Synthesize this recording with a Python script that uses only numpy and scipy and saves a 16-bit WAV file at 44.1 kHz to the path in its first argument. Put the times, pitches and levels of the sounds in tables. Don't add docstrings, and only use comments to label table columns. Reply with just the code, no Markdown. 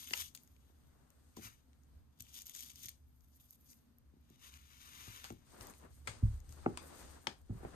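import sys
import numpy as np
from scipy import signal
from scipy.fft import rfft, irfft
from scipy.io import wavfile
from scipy.ndimage import uniform_filter1d

SR = 44100
rng = np.random.default_rng(int(sys.argv[2]) if len(sys.argv) > 2 else 0)


def generate_wav(signal):
    frames = np.transpose(np.atleast_2d(signal))
    scaled = np.clip(frames, -1, 1) * 32767
    pcm = np.round(scaled).astype(np.int16)
    wavfile.write(sys.argv[1], SR, pcm)


N = 341775
HZ = np.maximum(np.fft.rfftfreq(N, 1 / SR), 1)

# frequency in Hz, relative strength in dB.
PLASTIC = [(250, -17), (400, -15), (700, -19), (1040, -6), (1650, -8.5), (2600, -5.5), (3000, 4),
           (3400, 5.5), (3800, 3), (4300, -0.5), (4700, -2.5), (5200, 2), (5500, -6.5), (5900, 5),
           (6500, 3), (7100, 2), (7600, 1), (8000, 5), (9000, -1), (13000, -1.5), (16000, -13.5)]
THINGS = {"card": (-0.5, -11.5, -6, 0.3, 1.64), "laid": (-4, -4.5, -5.5, -0.45, 1.2),
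          "strap": (-4.5, -16, -8, 0.5, 1.5), "coiled": (4, -18, -13, 0.4, 2),
          "packet": (-4.5, -3.5, -3.1, 0.33, 0.4)}
# start in seconds, level in dB, seconds to swell by 20 dB, seconds held,
# seconds to fade by 20 dB, thing handled. Swells and fades below 0.003 s count as 0.003 s.
STROKES = [(0.0, -58.5, .02, 0.024, 0.064, "card"), (0.095, -67, 2.5, 0.025, 0.14, "card"),
           (0.086, -59.5, 0.2, 0.023, 0.0751, "card"), (0.174, -50.5, 0.14, 0.045, 0.0641, "card"),
           (0.22, -57, 0.1, 0.031, 0.02, "card"), (0.267, -79, .03, 0.027, -0.3, "card"),
           (0.34, -79, -1, 0.0034, 0.75, "card"), (0.447, -85, -0.3, 0.015, 1.5, "card"),
           (1.366, -65, 0.01, 0.0076, 0.1347, "laid"), (1.448, -57, 0.0733, 0.019, 0.07, "laid"),
           (1.487, -67.5, 0.05, 0.0083, 0.12, "laid"), (2.199, -62, 0, 0.004, 0.04, "strap"),
           (2.27, -68.5, 0.11, 0.06, 0.32, "strap"), (2.41, -62, 0.04, 0.015, 0.03, "strap"),
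           (2.346, -55.5, 0.0159, 0.045, -0.01, "strap"), (2.463, -59.5, 0.0148, 0.059, -0.01, "strap"),
           (2.541, -56, 0.012, 0.058, -0.02, "strap"), (2.657, -57.5, 0.04, 0.03, 0.0168, "strap"),
           (2.7, -60.5, 0.03, 0.014, 0.03, "strap"), (2.79, -63.5, 0.09, 0.036, 0.08, "strap"),
           (2.612, -55.5, 0.12, 0.024, 0.0723, "strap"), (2.757, -60.5, 0, 0.0033, -0.0847, "strap"),
           (2.844, -57, 0.1546, 0.021, 0.01, "strap"), (2.883, -57.5, 0, 0.0087, 0.0169, "strap"),
           (2.902, -70, 0, 0.011, 0.06, "strap"), (3.4, -71.5, 0, 0.004, 0.07, "coiled"),
           (3.533, -76, 0.5, 0.028, -0.17, "coiled"), (3.69, -73.5, 0.14, 0.031, 0.11, "coiled"),
           (4.358, -76.5, 0.18, 0.0043, -6, "packet"), (4.434, -65, 0.0648, 0.068, -0.24, "packet"),
           (4.538, -66.5, 0.0949, 0.038, -0.55, "packet"), (4.594, -73, 0.16, 0.041, 1.7, "packet"),
           (4.706, -68, 0.03, 0.012, 0.2, "packet"), (4.805, -65, 0.0148, 0.097, -2.3, "packet"),
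           (5.004, -61, .5, 0.18, 0.18, "packet"), (5.236, -63, 0, 0.026, 0.12, "packet")]


def hand():
    clumps = grains(1400 * amp(2.5 * drift(150)), spread_db=5.0)
    both = colour(np.array([rng.standard_normal(N), clumps]), PLASTIC)
    sizzle, rub = cut(both, 10200, "high"), cut(both, 2300, "low")
    body, main = cut(both, [2300, 3950], "band"), cut(both, [4550, 10200], "band")
    bands = [sizzle, rub, body, main]
    flickers = [1.4 * drift(25) for band in bands]
    out, flutter = 0, drift(23)
    for thing, (*levels_db, crackle, flutter_db) in THINGS.items():
        share = np.sqrt(np.clip([1 - crackle, crackle], 0, 1))
        mix = 0
        for db, band, own in zip([*levels_db, 0], bands, flickers):
            mix = mix + amp(db + flutter_db * own) * rms_one(share @ band)
        strokes = np.max([stroke(*row[:5]) for row in STROKES if row[5] == thing], axis=0)
        out = out + amp(flutter_db * flutter) * mix * strokes
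    return from_the_left(out)


def stroke(s, db, swell_s, hold_s, fade_s):
    t = np.arange(N) / SR - s
    swell_db = -20 * np.maximum(-t / max(swell_s, .003), 0)
    fade_db = -20 * np.maximum((t - hold_s) / max(fade_s, .003), 0)
    return amp(db + swell_db + fade_db)


# start in seconds, peak at 5.9-8.5 kHz in dB before
# it is placed to the left, brightness in dB (raises the top band and lowers the body).
SNAPS = [(0.0435, -43, 6), (0.074, -38.5, -11), (0.0825, -50, 3), (0.102, -44, -2), (0.1086, -41, -10),
         (0.1225, -50, 13), (0.158, -45, 16), (0.176, -30, 3), (0.194, -47, -10), (0.2123, -37.5, 12),
         (0.2325, -53, 6), (0.259, -44, 5), (0.364, -55, 16.5), (0.375, -42, -10), (0.435, -60, 17),
         (0.4757, -53, 2), (0.565, -62, -24), (1.104, -52, 2.5), (1.4387, -46, 6), (1.732, -61, -19.5),
         (1.835, -62.5, 1.5), (2.189, -63, 11), (2.204, -51, 0), (2.2063, -33, 0.5), (2.223, -51, 17),
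         (2.2344, -64.5, 2), (2.268, -52, -16), (2.336, -48, 5), (2.3445, -52, -4), (2.3505, -48, -3),
         (2.362, -49, -3.5), (2.409, -43, -4), (2.4195, -39.5, 5), (2.457, -49, 12), (2.4624, -46, 8),
         (2.4683, -39.5, 6.5), (2.48, -46, 7), (2.4962, -34.5, 2), (2.5506, -34, 1), (2.5632, -39, 6),
         (2.593, -38, 2), (2.599, -39, -3), (2.6066, -34, 4), (2.632, -56, 2), (2.647, -47, 9),
         (2.661, -42, 4), (2.703, -54, 11), (2.735, -54, 10), (2.758, -43, 5), (2.784, -57, 10),
         (2.808, -52.5, 1), (2.833, -40, 7), (2.836, -39, 2), (2.838, -49, 0), (2.858, -37.5, 8),
         (2.86, -42, 2), (2.847, -41, -3), (2.872, -44, 3), (2.883, -51, 0), (2.8855, -34.5, -12.5),
         (2.8918, -41, 13), (3.208, -60, 0), (3.382, -84, -10), (3.4685, -70, 10), (3.508, -52.5, 17.5),
         (3.6456, -72.5, 22), (3.6905, -57.5, 0.5), (3.7321, -49, -9), (3.856, -75, 8.5), (3.985, -66, 20),
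         (4.213, -75, 15), (4.301, -57, 6), (4.54, -47, -21), (4.664, -69, -4), (4.6776, -67, 2),
         (5.304, -43, -10), (5.325, -54, 12.5), (5.699, -44.5, -1), (5.6703, -44.5, 7), (5.738, -50, -17),
         (5.7994, -57, -2), (6.4032, -52.5, 1), (6.4453, -66, -18), (6.4926, -48, 0), (6.5252, -44.5, -3),
         (7.416, -66, 7)]
SNAP_MS = [6.5, 2.5, 6.5]
SNAP_TOP_DB, SNAP_BODY_DB = -4.5, -15
SNAP_BODY_FOLLOWS = 0.61


def snaps():
    out = np.zeros(N + 800)
    edges_hz = [(5900, 8530), (10970, 14500), (1950, 4100)]
    for (s, db, bright_db), noise in zip(SNAPS, rng.standard_normal((len(SNAPS), 600))):
        i = round(s * SR)
        sharp = noise + 6.2 * signal.unit_impulse(600)
        top_db = db + SNAP_TOP_DB + bright_db
        body_db = db + SNAP_BODY_DB - SNAP_BODY_FOLLOWS * bright_db
        out[i:i + 600] += in_bands(sharp, SNAP_MS, edges_hz, [db, top_db, body_db])
    return from_the_left(out[:N])


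def in_bands(x, rings_ms, edges_hz, levels_db):
    out = 0
    for ms, edge, db in zip(rings_ms, edges_hz, levels_db):
        band = cut(burst(x, max(ms, 1) / 1000), edge, "band", order=2)
        out = out + amp(db) * band / np.max(np.abs(band))
    return out


# frequency in Hz, left over right in dB.
SHADOW = [(60, 9), (150, -1.5), (380, 3), (950, 7.5), (2380, 7.5), (5980, 14), (15000, -8.5)]
LEFT_LAG_MS = -0.431


def from_the_left(x):
    return place(x, LEFT_LAG_MS, at_hz(SHADOW, HZ))


FAR_PORT_ECHO_DB, FAR_PORT_ECHO_MS = -1.5, 1.5


def far_port(x):
    delay = FAR_PORT_ECHO_MS * SR / 1000 * np.clip(1 + .4 * drift(1.5), .1, 3)
    late = np.interp(np.arange(N) - delay, np.arange(N), x[1])
    late = cut(late, [1500, 9800], "band", order=2)
    return x + amp(FAR_PORT_ECHO_DB) * late * [[0], [1]]


# start in seconds, relative level in dB, slope in dB
# per octave, ring in Hz, ring in dB, second ring in Hz, its dB, left over right in dB, rattle in ms to die
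# by 60 dB (at least 2).
CRACKS = [(0.108, -61.5, 2, 2710, 14, 1840, 17, 2.5, 11), (0.134, -53, -2.7, 2110, 23, 6640, 17, 7.5, 15),
          (0.1355, -57.5, 3.5, 990, 22, 5000, 10, 1, 21),
          (0.1362, -49.5, -0.5, 2760, 19, 5100, 3, 5.5, 12.4), (0.349, -68, 6, 3530, 2, 6900, -0.5, 7, 34),
          (1.368, -69, 3.5, 1020, 20, 6960, 2, 0, 20), (5.243, -53, 1.1, 1500, 14, 3000, -4, 5.5, 4.9),
          (5.249, -60.5, -3, 3000, 8, 1100, 8, 8.5, 11), (5.608, -63, -2, 1650, 19, 2540, 14, 5.5, 5.9),
          (5.6103, -64.5, 1.5, 5170, 6, 7000, 5, 12, 7.1), (6.0723, -66, -2, 8200, 19, 6200, 3, 12, 18),
          (6.0746, -45.5, -2, 8500, 13.5, 2200, 15, 8, 3),
          (6.0764, -51.5, -4.5, 1370, 10, 4350, -1, -2, 27),
          (6.7736, -51.5, -2.5, 8560, 16.5, 5100, 6, 7, 8.7),
          (6.7744, -55, -4, 1020, 17.5, 2460, 12, 6.5, 8.5), (7.27, -44, -4.5, 5270, 11, 3330, 8.5, 6, 21),
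          (7.2712, -54.5, -4.5, 920, 7, 2140, 20, 3, 15), (7.65, -67, -13.5, 690, 3.5, 1200, -9, -1, 28)]
# frequency in Hz, strength in dB.
CRACK_COLOUR = [(150, -1.1), (4300, -1.5), (5000, 0.5), (5600, -2), (6800, -0.5), (8200, -0.1),
                (9500, -5.5), (16000, -4.5)]
CRACK_LAG_MS, RING_OCTAVES, CRACK_TOP_DB = -0.27, 0.23, -5.5
CRACK_ECHO_DB, ECHO_RING_SHARE = 3.5, 0.47


def cracks():
    out = np.zeros((2, 2, N + 3000))
    hz = np.geomspace(150, 16000, 120)
    noises = rng.standard_normal((len(CRACKS), 3, 1500))
    for (s, db, slope_db, *rings, pan, rattle_ms), noise in zip(CRACKS, noises):
        impulse = signal.unit_impulse(1500)
        left, right = [burst(0.4 * noise[0] + 0.29 * own, max(rattle_ms, 2) / 1000) for own in noise[1:]]
        parts = [0.28 * impulse + left, 0.68 * impulse + right, amp(CRACK_ECHO_DB) * impulse]
        shape_db = db + slope_db * np.log2(hz / 2000) + at_hz(CRACK_COLOUR, hz)
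        shape_db = shape_db - 9.5 * np.log2(np.maximum(800 / hz, 1))
        shape_db = shape_db + CRACK_TOP_DB * (hz > 10000)
        rings_db = 0
        for ring_hz, ring_db in np.reshape(rings, (2, 2)):
            rings_db = rings_db + ring_db * np.exp(-(np.log2(hz / ring_hz) / RING_OCTAVES) ** 2)
        shares = [1, 1, ECHO_RING_SHARE]
        x = [colour(part, np.c_[hz, shape_db + share * rings_db]) for part, share in zip(parts, shares)]
        x = amp(25.5) * np.array(x)
        for side, sign in enumerate((1, -1)):
            i = round((s + sign * CRACK_LAG_MS / 2000) * SR)
            out[:, side, i:i + 1500] += amp(sign * pan / 2) * x[[side, -1]]
    return out[..., :N]


# frequency in Hz, relative strength in dB.
CLOTH = [(90, -29.5), (150, -4), (300, -2.5), (700, -5.5), (1200, -7.5), (1800, -12.5), (2300, -17),
         (4000, -12), (8000, -7), (13000, -22), (16000, -28.5)]
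# time in seconds, swish under 2.15 kHz in dB,
# hiss at 2.1-10.2 kHz in dB, sizzle above 9.2 kHz in dB.
SHIFT = [(5.4, -79, -96, -86), (5.455, -83, -80, -86), (5.47, -76, -74, -79), (5.52, -73.5, -68.5, -76),
         (5.56, -67.5, -68.5, -66), (5.6, -65.5, -68, -60), (5.65, -62.5, -62, -67), (5.71, -68, -66, -69),
         (5.745, -72, -68, -74), (5.78, -77, -69.5, -78), (5.85, -65, -74.5, -76), (5.9, -75, -80, -80),
         (5.93, -84, -72.5, -75), (6.04, -81, -82.5, -75), (6.09, -68, -57, -75.5), (6.14, -69.5, -61, -84),
         (6.22, -68.5, -71, -77), (6.33, -75, -68.5, -73), (6.44, -81.5, -79, -89),
         (6.51, -73.5, -65, -66.5), (6.6, -69.5, -68, -81.5), (6.73, -66.5, -71, -77),
         (6.84, -65, -65, -71.5), (7.03, -62, -61.5, -67.5), (7.17, -71, -66.5, -76), (7.27, -71, -76, -79),
         (7.44, -82, -82.5, -83.5), (7.63, -63.5, -70.5, -79), (7.75, -62.5, -68.5, -88)]
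# time in seconds, swish in dB, hiss in dB.
REACH = [(0.3, -82.5, -107), (0.55, -83, -88), (1.02, -77.5, -85.5), (1.33, -82, -81), (1.6, -85, -93),
         (1.84, -83, -86.5), (2.1, -84, -100), (2.55, -83.5, -94), (2.93, -86.5, -93), (4.4, -85.5, -98.5),
         (5.4, -125, -91)]


def cloth():
    on, swish_db, hiss_db, sizzle_db = in_time(SHIFT)
    crumple = place(colour(grains(600, spread_db=1.0), CLOTH), lag_ms=-0.29, pan_db=27.3)
    x = rms_one(diffuse(CLOTH)) + .5 * rms_one(crumple)
    swish = rms_one(cut(x, 2150, "low"))
    hiss = rms_one(cut(x, [2100, 10200], "band"))
    sizzle = rms_one(cut(x, 9200, "high"))
    shift = amp(swish_db + 2.0 + 2.44 * drift(16.5)) * swish
    shift = shift + amp(hiss_db - 1.0 + 1.04 * drift(7.3)) * hiss
    shift = shift + amp(sizzle_db + 4.5 * drift(20)) * sizzle
    reaching, reach_db, brush_db = in_time(REACH)
    sleeve = reaching * (amp(reach_db) * swish + amp(brush_db) * (hiss + amp(-2.0) * sizzle))
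    soft_on = uniform_filter1d(on * 1., size=2000)
    return (soft_on * shift + sleeve) * amp([[1.2], [-1.2]])


# time in seconds, pitch in Hz, level in dB.
SQUEAK = [(5.615, 1950, -85), (5.625, 1950, -67), (5.635, 1750, -69), (5.648, 1600, -85)]


def squeak():
    on, hz, db = in_time(SQUEAK)
    return on * amp(db + 3.6 * drift(150)) * np.sin(2 * np.pi * np.cumsum(hz) / SR)


PLACES = {"left": (-0.4, 3.5), "behind": (0.47, -0.7)}
# start in seconds, relative strength in dB, contact in ms, place.
THUDS = [(1.448, -51, 0.13, "left"), (2.2, -52, 0.29, "left"), (2.848, -53.5, 0.093, "left"),
         (5.073, -44.5, 0.59, "left"), (5.304, -44, 0.9, "left"), (5.598, -38, 2.4, "left"),
         (6.08, -41, 0.7, "left"), (6.225, -11.5, 1.5, "behind"), (6.487, -51, 0.17, "behind"),
         (7.495, -31, 0.17, "behind"), (7.548, -40, 0.38, "behind")]
# frequency in Hz, relative level in dB, longest time in seconds to
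# die by 60 dB.
BOARDS = [(36.8, -14, 0.54), (61.3, -3, 0.17), (105.3, 0, 0.22), (139.7, -2.5, 0.15), (185.5, -4.5, 0.155),
          (243.8, 0.5, 0.19), (320, 1.5, 0.017)]


def thuds():
    rings = amp(-10.5) * struck(pushes(THUDS), BOARDS)
    return sum(place(x, *where) for x, where in zip(rings, PLACES.values()))


# start in seconds, relative strength in dB, contact in ms, place.
KNOCKS = [(0.109, -47, 0.13, "left"), (0.697, -64, 0.052, "left"), (1.369, -41, 0.32, "left"),
          (1.382, -43, 0.31, "left"), (1.391, -40.5, 0.51, "left"), (4.134, -48, 0.81, "left"),
          (4.165, -45, 1.2, "left"), (4.302, -47.5, 0.65, "left"), (5.075, -54.5, 0.024, "left"),
          (5.303, -41.5, 0.055, "left"), (5.306, -45, 0.62, "left"), (5.32, -39.5, 0.41, "left"),
          (5.839, -57, 0.037, "left"), (6.661, -21, 0.077, "behind"), (7.274, -39.5, 0.21, "left"),
          (7.496, -46, 0.51, "behind"), (7.506, -46, 0.29, "behind"), (7.524, -31.5, 1.1, "behind"),
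          (7.548, -40, 0.98, "behind"), (7.629, -43.5, 0.14, "behind"), (7.652, -44, 0.3, "behind")]
# frequency in Hz, relative level in dB, longest time in seconds to
# die by 60 dB.
KNOCKED = [(104.3, -18.5, 0.16), (170, -5.5, 0.04), (252, -4.5, 0.13), (335.6, -2.5, 0.064),
           (421, 0.5, 0.024), (621, -3, 0.022), (742, 3, 0.016), (843, 1, 0.021), (1020, -5, 0.012),
           (1333, 4, 0.011), (1500, -0.5, 0.0041), (2098, -7, .01), (2700, -9.5, 0.0094),
           (3350, -38, 0.0076)]
# frequency in Hz, left over right in dB, radians by which left leads.
BEHIND_PORTS = [(100, -2, -1.2), (250, -1.5, 0.2), (448, 3.5, -0.9), (750, 8.5, -1), (1300, -3, -2),
                (3000, 4.5, -2.5)]


def knock():
    left, behind = amp(-4.5) * struck(pushes(KNOCKS), KNOCKED)
    hz, pan_db, lead = np.transpose(BEHIND_PORTS)
    lag_ms = -1000 * at_hz(np.c_[hz, lead], HZ) / (2 * np.pi * HZ)
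    return place(left, *PLACES["left"]) + place(behind, lag_ms, at_hz(np.c_[hz, pan_db], HZ))


def pushes(events):
    out, ms = np.zeros((len(PLACES), N + 2000)), np.arange(2000) * 1000 / SR
    for s, db, contact_ms, where in events:
        i = round(s * SR)
        force = ms * np.exp(-ms / max(contact_ms, .02))
        out[list(PLACES).index(where), i:i + 2000] += amp(db) * force / force.sum()
    return out[:, :N]


MOST_CYCLES = 28


def struck(force, modes):
    out = 0
    for k, (hz, db, t60) in enumerate(modes):
        out = out + (-1) ** k * amp(db) * ring(force, hz, min(t60, MOST_CYCLES / hz))
    return out


# frequency in Hz, likeness (1 is the same).
ECHO_LIKENESS = [(60, 0.95), (250, 0.86), (500, 0.29), (1000, 0.058), (8000, 0.041)]
# frequency in Hz, seconds to die by 60 dB.
ROOM_T60 = [(100, 0.29), (1000, 0.19), (8000, 0.24)]


def room(x):
    t, tail = np.arange(SR // 2) / SR, 0
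    for hz in 60 * 2. ** np.arange(8):
        octave = [hz / np.sqrt(2), hz * np.sqrt(2)]
        mid, side = cut(rng.standard_normal((2, len(t))), octave, "band", order=2)
        noise = two_sides(mid, side, at_hz(ECHO_LIKENESS, hz))
        tail = tail + noise * amp(-60 * t / at_hz(ROOM_T60, hz)) * np.clip(t / 0.00048, 0, 1)
    tail = tail / np.sqrt(np.sum(tail ** 2) / 2)
    return signal.fftconvolve(x, tail, axes=-1)[:, :N]


# frequency in Hz, width in Hz, relative level in dB.
HUM = [(34.6, 20, -9), (54.5, 3.4, -14.5), (71, 17, 4.5), (119.6, 8, -9), (160, 5.7, -17.5)]
# time in seconds, level in dB, around which it wanders.
RUMBLE = [(0.0, -71), (0.24, -63.5), (0.41, -82), (0.48, -68.5), (1.8, -72), (1.96, -62.5), (2.14, -74.5),
          (3.1, -69.5), (3.3, -72.5), (4.3, -74), (5.12, -68), (5.45, -72.5), (6.1, -63.5), (6.21, -61),
          (6.28, -50), (6.45, -60), (6.72, -59), (6.84, -64.5), (7.06, -60), (7.26, -69.5), (7.54, -61),
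          (7.75, -59)]


def rumble():
    _, level_db = in_time(RUMBLE)
    noise = diffuse([(10, 0), (20000, 0)])
    modes = 0
    for hz, width, db in HUM:
        mode = cut(noise, [hz - width / 2, hz + width / 2], "band", order=2)
        modes = modes + amp(db) * rms_one(mode)
    wander_db = 1.5 * drift(3.0)
    return amp(level_db + wander_db) * rms_one(modes)


# frequency in Hz, relative strength in dB.
AIR = [(76, -33), (130, 3.5), (187, -8.5), (248, 1.5), (363, -18), (850, -23.5), (2000, -28.5),
       (5000, -27.5), (8500, -27.5), (13000, -32), (13900, -34), (14500, -52), (16000, -60)]
AIR_DB = -80.5


def air():
    x = diffuse(AIR)
    wander_db = 1.5 * drift(3.9)
    return amp(AIR_DB + wander_db) * x / np.std(cut(x, 252, "high"))


# frequency in Hz, likeness (1 is the same,
# below 0 is opposed).
LIKENESS = [(60, 0.84), (130, 0.61), (290, 0.5), (640, -0.24), (1410, 0.36), (3100, -0.026), (6820, -0.11),
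            (15000, 1)]


def diffuse(points):
    mid, side = rfft(rng.standard_normal((2, N)))
    pair = two_sides(mid, side, at_hz(LIKENESS, HZ))
    return irfft(pair * amp(at_hz(points, HZ)), N)


def two_sides(mid, side, alike):
    alike = np.clip(alike, -1, 1)
    return np.sqrt(1 + alike) * mid + np.sqrt(1 - alike) * side * [[1], [-1]]


def place(x, lag_ms, pan_db, mono_hz=10500):
    apart = 1 / (1 + (HZ / mono_hz) ** 20)
    half = apart * (np.log(amp(pan_db / 2)) - 1j * np.pi * HZ * lag_ms / 1000)
    return irfft(rfft(x) * np.exp([half, -half]), N)


def grains(per_s, spread_db):
    sizes = amp(spread_db * np.minimum(rng.exponential(1, N), 3.0)) * rng.choice([-1, 1], N)
    return rms_one(sizes * (rng.random(N) < per_s / SR))


def burst(noise, t60):
    return noise * amp(-60 * np.arange(noise.shape[-1]) / SR / t60)


def ring(clicks, hz, t60):
    r, w = amp(-60 / (max(t60, .002) * SR)), 2 * np.pi * hz / SR
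    return signal.lfilter([0, np.sin(w)], [1, -2 * r * np.cos(w), r * r], clicks + 1e-18)


def drift(rate):
    r = np.exp(-2 * np.pi * rate / SR)
    return rms_one(signal.lfilter([1], [1, -2 * r, r * r], rng.standard_normal(N + SR))[SR:])


def colour(x, points):
    grid = np.maximum(np.fft.rfftfreq(8192, 1 / SR), 1)
    cep = irfft(np.log(amp(at_hz(points, grid))))
    cep[1:4096] *= 2
    cep[4097:] = 0
    response = irfft(np.exp(rfft(cep)))
    return signal.fftconvolve(np.atleast_2d(x), [response], axes=-1)[:, :x.shape[-1]].squeeze()


def cut(x, hz, kind, order=4):
    sos = signal.butter(order, np.clip(hz, 10, .45 * SR), kind, fs=SR, output="sos")
    return signal.sosfilt(sos, x)


def at_hz(points, hz):
    return np.interp(np.log(hz), np.log(np.array(points)[:, 0]), np.array(points)[:, 1])


def in_time(rows):
    s, *columns = np.transpose(rows)
    t = np.arange(N) / SR
    return [(t >= s[0]) & (t <= s[-1])] + [np.interp(t, s, c) for c in columns]


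def rms_one(x):
    return x / np.sqrt(np.mean(x ** 2) + 1e-20)


def amp(db):
    return 10 ** (np.asarray(db) / 20)


WOOD_ECHO_HZ = 650


def scene():
    near = far_port(hand() + snaps())
    low = thuds() + knock()
    blows, blows_far = cracks()
    low_far = amp(-8.5) * cut(low, WOOD_ECHO_HZ, "low", order=1)
    echoes = room(amp(-14) * near + blows_far + low_far)
    return near + blows + low + echoes + cloth() + squeak() + rumble() + air()


# frequency in Hz, gain in dB.
MIC = [(20, 4.5), (4900, 1.5), (5550, -3), (6300, -0.5), (6900, -0.5), (7450, -8.5), (8300, 0),
       (9300, -2.5), (10500, -7), (12800, 6), (14000, -1), (16000, -6.5)]
CUTOFF_HZ = 16400


def record(dry):
    heard = cut(colour(dry, MIC), 18, "high", order=2)
    return signal.sosfilt(signal.cheby2(12, 60, CUTOFF_HZ, fs=SR, output="sos"), heard)


dry = scene()
out = record(dry)
generate_wav(out)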